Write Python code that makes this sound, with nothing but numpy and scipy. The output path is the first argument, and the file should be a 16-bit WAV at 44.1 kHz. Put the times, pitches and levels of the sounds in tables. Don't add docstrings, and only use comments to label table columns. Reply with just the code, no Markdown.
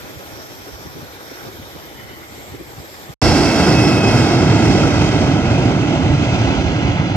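import sys
import numpy as np
from scipy import signal
from scipy.io import wavfile
from scipy.ndimage import uniform_filter1d, minimum_filter1d

SR = 44100
rng = np.random.default_rng(int(sys.argv[2]) if len(sys.argv) > 2 else 0)


def pcm_store(signal):
    levels = np.round(np.clip(np.atleast_2d(signal), -1, 1) * 32767)
    wavfile.write(sys.argv[1], SR, levels.astype(np.int16).T)


N = 315755
TIME = np.arange(N) / SR
APRON_END, JET_START = 3.143, 3.216
SIZE, HOP = 2048, 512
FRAME_S = np.arange(N // HOP + 5)[:, None] * HOP / SR
BIN_HZ = np.fft.rfftfreq(SIZE, 1 / SR)


def gain_of(db):
    return 10 ** (np.asarray(db) / 20)


def evened(x):
    return x / np.sqrt(np.mean(abs(x) ** 2) + 1e-20)


def read(points, column=1):
    table = np.transpose(points)
    return np.interp(np.log(BIN_HZ + 1), np.log(table[0] + 1), table[column])


def curve(points):
    return np.interp(FRAME_S, *np.transpose(points))


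def bell(x, centre, half_width):
    return np.exp(-((x - centre) / half_width) ** 2)


def above(corner_hz):
    return BIN_HZ ** 2 / (BIN_HZ ** 2 + corner_hz ** 2)


def noise():
    shape = (len(FRAME_S), len(BIN_HZ))
    return rng.standard_normal(shape) + 1j * rng.standard_normal(shape)


def patches(length_s, width_hz):
    white = noise().real
    rate = np.fft.fftfreq(len(FRAME_S), HOP / SR)[:, None]
    lag = np.fft.fftfreq(len(BIN_HZ), SR / SIZE)
    smoothing = bell(rate * length_s, 0, 0.74) * bell(lag * width_hz, 0, 0.86)
    return evened(np.fft.ifft2(np.fft.fft2(white) * smoothing).real)


def wander(rate_hz):
    points = rng.standard_normal(N // 50)
    return np.interp(TIME * rate_hz, np.arange(len(points)), points)


def to_sound(z):
    return signal.istft(np.swapaxes(z, -1, -2), nperseg=SIZE, noverlap=SIZE - HOP)[1][..., :N]


def lead(ms):
    return np.exp(2j * np.pi * BIN_HZ * ms / 1000)


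# f/Hz, level/dB per Hz
APRON_SPECTRUM = [(35, -29), (66, -2), (102, -2.5), (200, -9.5), (342, -5), (431, -6.5), (819, -11.5),
                  (1090, -12.5), (1450, -14), (2150, -15.5), (2450, -16.5), (2780, -22), (3050, -19),
                  (3350, -17.5), (4600, -21), (5610, -21), (7200, -25.5), (8550, -30), (10600, -34),
                  (15000, -33.5)]
# f/Hz, likeness (0 to 1)
APRON_LIKENESS = [(60, 0.27), (220, 0.35), (420, 0.46), (780, 1), (1050, 0.99), (1400, 0.69), (1900, 0.041),
                  (5800, 0.13), (12000, 0.1)]
# f/Hz, half width/Hz, level over the din/dB
TURBINE_HUMS = [(12850, 930, 16.5), (9680, 120, 10), (9000, 85, 6), (807, 20, 5.5), (417, 15, 0),
                (312, 21, 2.5)]
# t/s, level/dB
TREBLE_COURSE = [(0.0, -49), (0.85, -51.5), (1.05, -50), (1.06, -52.5), (1.33, -50), (2.3, -53),
                 (2.37, -50), (2.61, -53.5), (3.02, -50), (3.12, -52.5)]
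# t/s, half length/s, level/dB
BREEZE_LULLS = [(0.58, .1, -4.5), (1.28, .12, -6), (1.71, .035, -4), (2.93, 0.074, -3)]
# t/s, half length/s, f/Hz, half width/Hz, level/dB, left over right/dB
PASSING_SWELLS = [(0.41, .1, 5600, 620, 7.5, -1), (0.77, 0.27, 5460, 650, 7.5, 0),
                  (0.54, 0.31, 7400, 820, 2.5, -3), (1.35, 0.14, 5600, 440, 7, -1),
                  (1.6, 0.36, 5300, 430, 2.5, -3), (1.55, .5, 7000, 700, 0, -3),
                  (1.25, 0.23, 3720, 130, 5, 0), (1.7, 0.19, 3730, 260, 4, 2), (1.7, 0.17, 3040, 100, 6, 0),
                  (2.07, .15, 3000, 120, 11, 2), (0.47, .6, 1420, 130, 4, -3),
                  (1.36, 0.24, 1460, 190, 6.5, -3), (2.07, 0.26, 1420, 170, 3.5, -4),
                  (2.11, 0.2, 2050, 190, 10, 1), (2.58, 0.24, 2150, 170, 6, 0),
                  (2.38, 0.18, 7700, 900, 6.5, -1), (2.83, 0.3, 7560, 520, 8.5, -1),
                  (2.9, .15, 5100, 380, 4.5, 1), (0.15, 0.23, 560, 64, 7, -1),
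                  (0.28, 0.82, 720, 100, 1, -2), (0.03, 0.13, 2600, 110, 5, 0)]
APRON_DB = -35.5


def apron():
    db = read(APRON_SPECTRUM) + sum(peak_db * bell(BIN_HZ, hz, width) for hz, width, peak_db in TURBINE_HUMS)
    treble = above(1300)
    db = db + treble * (curve(TREBLE_COURSE) - np.transpose(TREBLE_COURSE)[1].mean())
    db = db - (1 - treble) * 0.5 * (FRAME_S - APRON_END / 2)
    lull_db = sum(dip_db * bell(FRAME_S, s, length) for s, length, dip_db in BREEZE_LULLS)
    db = db + lull_db * bell(BIN_HZ, 0, 280)
    db = db + 1.47 * patches(0.032, 440)
    flutter_db = 0.84 - bell(BIN_HZ, 0, 300)
    db = db + flutter_db * patches(0.0084, 19000)
    swells_db = [sum((swell_db + side * pan_db / 2) * bell(FRAME_S, s, length) * bell(BIN_HZ, hz, width)
                     for s, length, hz, width, swell_db, pan_db in PASSING_SWELLS)
                 for side in (1, -1)]
    db = db + np.array(swells_db)
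    same = np.clip(read(APRON_LIKENESS), 0, 1)
    right = noise()
    left = same * right * lead(0.26) + np.sqrt(1 - same ** 2) * noise()
    sound = to_sound(np.array([left, right]) * gain_of(db))
    return gain_of(APRON_DB) * sound / sound[:, TIME < APRON_END].std()


# t/s, half length/s, level/dB, lowest f/Hz, top f/Hz, left over right/dB
WIND_PUFFS = [(0.04, 0.012, -39.5, 60, 161, 0), (0.167, 0.021, -36, 65, 131, 0),
              (0.327, 0.019, -38, 60, 300, -2), (0.382, 0.024, -41, 241, 340, 3),
              (0.684, .02, -37, 280, 430, 0), (0.738, 0.015, -35, 60, 130, -2),
              (0.865, 0.018, -33.5, 65, 380, 2), (0.909, .018, -38, 70, 200, -4),
              (0.978, 0.039, -35.5, 70, 430, -1), (1.036, 0.015, -33.5, 90, 263, 0),
              (1.321, 0.0091, -33.5, 200, 553, -3), (1.47, 0.033, -33.5, 74.5, 480, 2),
              (1.597, 0.013, -34, 70, 260, 1), (1.626, .012, -39, 70, 380, 1),
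              (1.762, 0.0086, -32.5, 100, 520, -2), (2.044, 0.017, -42.5, 70, 200, -14),
              (2.165, 0.014, -41, 70, 160, -1), (2.39, 0.023, -41, 200, 400, -1),
              (2.523, 0.032, -35, 65, 150, -1), (2.546, .012, -33, 250, 398, -2),
              (2.611, 0.012, -30.5, 170, 423, 4), (2.795, 0.025, -35, 65, 230, 1),
              (3.099, 0.012, -31, 70, 190, -7)]


def wind():
    out = np.zeros((2, N))
    shared = 0.38
    hollow = signal.iirnotch(205, 3.3, SR)
    for s, length, db, low_hz, top_hz, pan_db in WIND_PUFFS:
        near = abs(TIME - s) < 3 * length
        band = signal.butter(3, [low_hz, top_hz], "bandpass", fs=SR, output="sos")
        common = np.sqrt(shared) * rng.standard_normal(SR // 2)
        push = common + np.sqrt(1 - shared) * rng.standard_normal((2, SR // 2))
        push = signal.lfilter(*hollow, signal.sosfilt(band, push))
        eddy = push[:, -near.sum():] * bell(TIME[near], s, length)
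        side_db = np.array([[pan_db], [-pan_db]]) / 2
        out[:, near] += gain_of(db + side_db) * evened(eddy) / 2
    return out


# f/Hz, width/Hz, strength, shift at the start of the roll/Hz
LEFT_NOTCHES = [(221, 214, .52, 0), (460, 170, .45, 110), (980, 340, .49, 0), (1755, 265, .56, 30),
                (2243, 330, .95, 130), (2740, 270, .92, 180), (3265, 230, .8, 50), (3830, 270, .72, -70),
                (4450, 356, .58, -160), (5850, 330, .45, -200), (6850, 400, .4, -150), (8700, 600, .4, 0),
                (10900, 500, .3, 0)]
RIGHT_NOTCHES = [(211, 120, .6, 0), (515, 200, .48, 50), (1215, 190, .78, 0), (1875, 370, 1.02, -80),
                 (2445, 140, .95, 0), (2990, 380, 1.0, -10), (3610, 318, .95, 90), (4330, 350, 1.45, -30),
                 (5020, 300, 1.3, -90), (5700, 280, .62, 0), (6520, 260, .5, -230), (7020, 340, .45, -220),
                 (7700, 300, .3, 450), (8750, 380, .45, 0), (9570, 220, .45, 0), (10850, 400, .35, 0)]


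def ports():
    rolled = np.clip((FRAME_S - JET_START) / (TIME[-1] - JET_START), 0, 1)

    def notched(notches):
        return np.prod([1 - strength / (1 + 2j * (BIN_HZ - hz - slide * (1 - rolled) ** 2) / width)
                        for hz, width, strength, slide in notches], axis=0)

    left_lead_ms = 0.043 + 0.12 * rolled
    return np.array([notched(LEFT_NOTCHES) * lead(left_lead_ms), notched(RIGHT_NOTCHES)])


RUNWAY_M, PAST_M = 170, 10
SPEED_M_PER_S, ACCEL_M_PER_S2, SOUND_M_PER_S = 48, 1, 343
FAN_HZ = 2656


def roll(s):
    since = np.maximum(s - JET_START, 0)
    along = PAST_M + SPEED_M_PER_S * since + ACCEL_M_PER_S2 * since ** 2 / 2
    distance = np.hypot(RUNWAY_M, along)
    astern = along / distance
    retreat = (SPEED_M_PER_S + ACCEL_M_PER_S2 * since) * astern
    return distance, astern, FAN_HZ / (1 + retreat / SOUND_M_PER_S)


# t/s, half length/s, multiple of the fan tone, level/dB
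PARTIAL_FLARES = [(3.8, 0.06, 1, 4.5), (4.06, 0.07, 1, 5), (4.34, 0.07, 1, -6), (4.85, .1, 1, 2),
                  (5.57, .11, 1, 9), (5.84, .07, 1, 4), (6.35, .11, 1, 9), (6.59, .05, 1, 6),
                  (3.28, .08, 2, 6), (3.5, .05, 2, -5), (3.74, .05, 2, -6), (3.88, 0.055, 2, 7),
                  (4.07, .03, 2, 3), (4.2, 0.04, 2, 8), (4.2, 0.025, 3, 17), (4.71, 0.07, 2, 6.5),
                  (4.57, .05, 3, 13)]


def flare(s, multiple):
    return sum(db * bell(s, at, length) for at, length, k, db in PARTIAL_FLARES if k == multiple)


# f/Hz, left level/dB per Hz, right level/dB per Hz
ROAR_SPECTRUM = [(32, -36, -32), (65, -16, -3.5), (100.5, 1, -0.5), (301, -4, 1), (402, -10.5, -10.5),
                 (676, -13, -13.5), (1090, -21.5, -19.5), (1350, -19.5, -19.5), (1550, -22.5, -20.5),
                 (2100, -22.5, -20.5), (2700, -22.5, -20.5), (3060, -25, -20), (3950, -26.5, -29),
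                 (4950, -32.5, -26), (5380, -35.5, -26.5), (6100, -40, -28), (7800, -42.5, -41),
                 (8450, -50, -48.5), (10460, -57.5, -57), (12350, -62.5, -64), (13800, -82, -80)]
# f/Hz, level/dB
REARWARD_BEAM = [(50, -6), (130, 6), (300, -3.5), (700, -4), (1400, -3), (2200, -1.5), (4000, 2),
                 (5200, -14), (6400, 6.5), (8000, -11), (10500, -25.5), (13000, -32)]
# t/s, level/dB
HISS_COURSE = [(3.22, 5.5), (3.5, 3), (4.0, -1), (4.2, 1), (4.4, -1), (4.7, 0), (5.1, -1), (5.45, -4.5),
               (6.05, -4.5), (6.35, -0.8), (7.15, -4)]
# t/s, level/dB
TOP_HISS_COURSE = [(3.22, -8.5), (4.2, 1), (4.4, -3), (4.7, 2), (5.3, 3.5), (5.8, 7), (7.15, 3.5)]
# t/s, level/dB
DEEP_RUMBLE_COURSE = [(3.25, 8), (3.5, -2), (3.72, -14), (4.05, -18), (4.3, -17), (4.9, 0.5), (5.5, -4),
                      (6.25, 3), (6.7, 12), (7.15, -2)]
# t/s, level/dB
BASS_SURGES = [(3.5, -3.5), (3.78, 3.5), (4.15, 5), (4.47, 9), (4.7, 5.5), (5.2, 3.5), (5.65, -1.5),
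               (6.12, 6.5)]
# multiple, level/dB, fading/dB per s, skirt level/dB, skirt centre above the partial/Hz,
# skirt half width/Hz, lobe direction (cosine from astern), lobe level/dB
FAN_PARTIALS = [(1, -0.5, 2, 3.5, 130, 120, 0.25, 6), (2, -3, 7, 0.5, 220, 180, 0.22, 6),
                (3, -15, 7, 1, -250, 380, 0.67, 3), (4, -29, 12, 12, -2, 80, .15, 0)]
JET_DB = -12.5
AIR_DB_PER_M = 0.1274


def exhaust(paths):
    distance, astern, fan_hz = roll(FRAME_S)
    mid_distance, mid_astern, _ = roll((JET_START + TIME[-1]) / 2)
    turned = astern - mid_astern
    db = read(REARWARD_BEAM) * turned - 20 * np.log10(distance / mid_distance)
    db = db - AIR_DB_PER_M * (distance - mid_distance) * (BIN_HZ / 10 ** 4) ** 2
    for multiple, _, _, skirt_db, above_hz, width, _, _ in FAN_PARTIALS:
        lift_db = skirt_db * bell(FRAME_S, JET_START, 1.4) + 0.23 * flare(FRAME_S, multiple)
        db = db + lift_db * bell(BIN_HZ, multiple * fan_hz + above_hz, width)
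    db = db + 12 * turned * bell(BIN_HZ, 2800, 600)
    db = db + curve(HISS_COURSE) * above(2040)
    db = db + curve(TOP_HISS_COURSE) / (1 + (8600 / (BIN_HZ + 1)) ** 8)
    db = db - 0.19 * (FRAME_S - JET_START) ** 2 * bell(BIN_HZ, 340, 190)
    db = db + curve(DEEP_RUMBLE_COURSE) / (1 + (BIN_HZ / 68) ** 6)
    surges_db = sum(surge_db * bell(FRAME_S, s, 0.065) for s, surge_db in BASS_SURGES)
    db = db + surges_db * bell(BIN_HZ, 0, 180)
    db = db + 0.5 * patches(0.069, 15000) + 0.52 * patches(0.13, 650)

    diffuse = np.sqrt(0.087 * BIN_HZ / (BIN_HZ + 2500))
    smeared = 0.95 / (1 + (5800 / (BIN_HZ + 1)) ** 6)
    direct = np.sqrt(1 - smeared) * paths * noise()
    unrelated = np.sqrt(diffuse ** 2 + smeared * abs(paths) ** 2) * np.array([noise(), noise()])
    shaded_db = -10 * bell(BIN_HZ, 5050, 600)
    turn_db = 1.5
    left_db = read(ROAR_SPECTRUM, column=1) - (turn_db / 2 + shaded_db) * turned
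    right_db = read(ROAR_SPECTRUM, column=2) + turn_db * turned / 2
    sound = to_sound((direct + unrelated) * gain_of(np.array([left_db, right_db]) + db))
    sound = sound * gain_of(0.88 * wander(110))
    return gain_of(JET_DB) * sound / sound[:, TIME > JET_START].std()


FAN_DB = -29.5
FANS = [(1, 0), (0.85, -14)]


def whine(paths):
    distance, astern, fan_hz = roll(TIME)
    since = np.maximum(TIME - JET_START, 0)
    tone = np.zeros(N)
    for speed, engine_db in FANS:
        turns = np.cumsum(fan_hz * (speed + 0.0011 * wander(220))) / SR
        for multiple, partial_db, fade_db, _, _, _, direction, lobe_db in FAN_PARTIALS:
            level_db = FAN_DB + engine_db + partial_db - fade_db * since
            level_db = level_db + lobe_db * bell(astern, direction, 0.11)
            level_db = level_db + flare(TIME, multiple) + 1.7 * wander(18)
            tone += gain_of(level_db) * RUNWAY_M / distance * np.cos(2 * np.pi * multiple * turns)
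    padded = np.pad(tone, (0, 2 * SIZE))
    z = signal.stft(padded, nperseg=SIZE, noverlap=SIZE - HOP)[2].T[:len(FRAME_S)]
    return to_sound(paths * z)


def scene():
    first = np.clip((APRON_END - TIME) / 0.0059, 0, 1)
    second = np.clip((TIME - JET_START) / 0.00055, 0, 1)
    paths = ports()
    return first * (apron() + wind()) + second * (exhaust(paths) + whine(paths))


def record(dry):
    x = signal.sosfilt(signal.butter(5, 42, "highpass", fs=SR, output="sos"), dry)
    room = np.minimum(1, 0.96 / (abs(x).max(axis=0) + 1e-9))
    x = x * uniform_filter1d(minimum_filter1d(room, size=301), size=301)
    band_limit = signal.firwin(255, 14600, window=("kaiser", 9), fs=SR)
    return signal.oaconvolve(x, band_limit[None], "same")


dry = scene()
out = record(dry)
pcm_store(out)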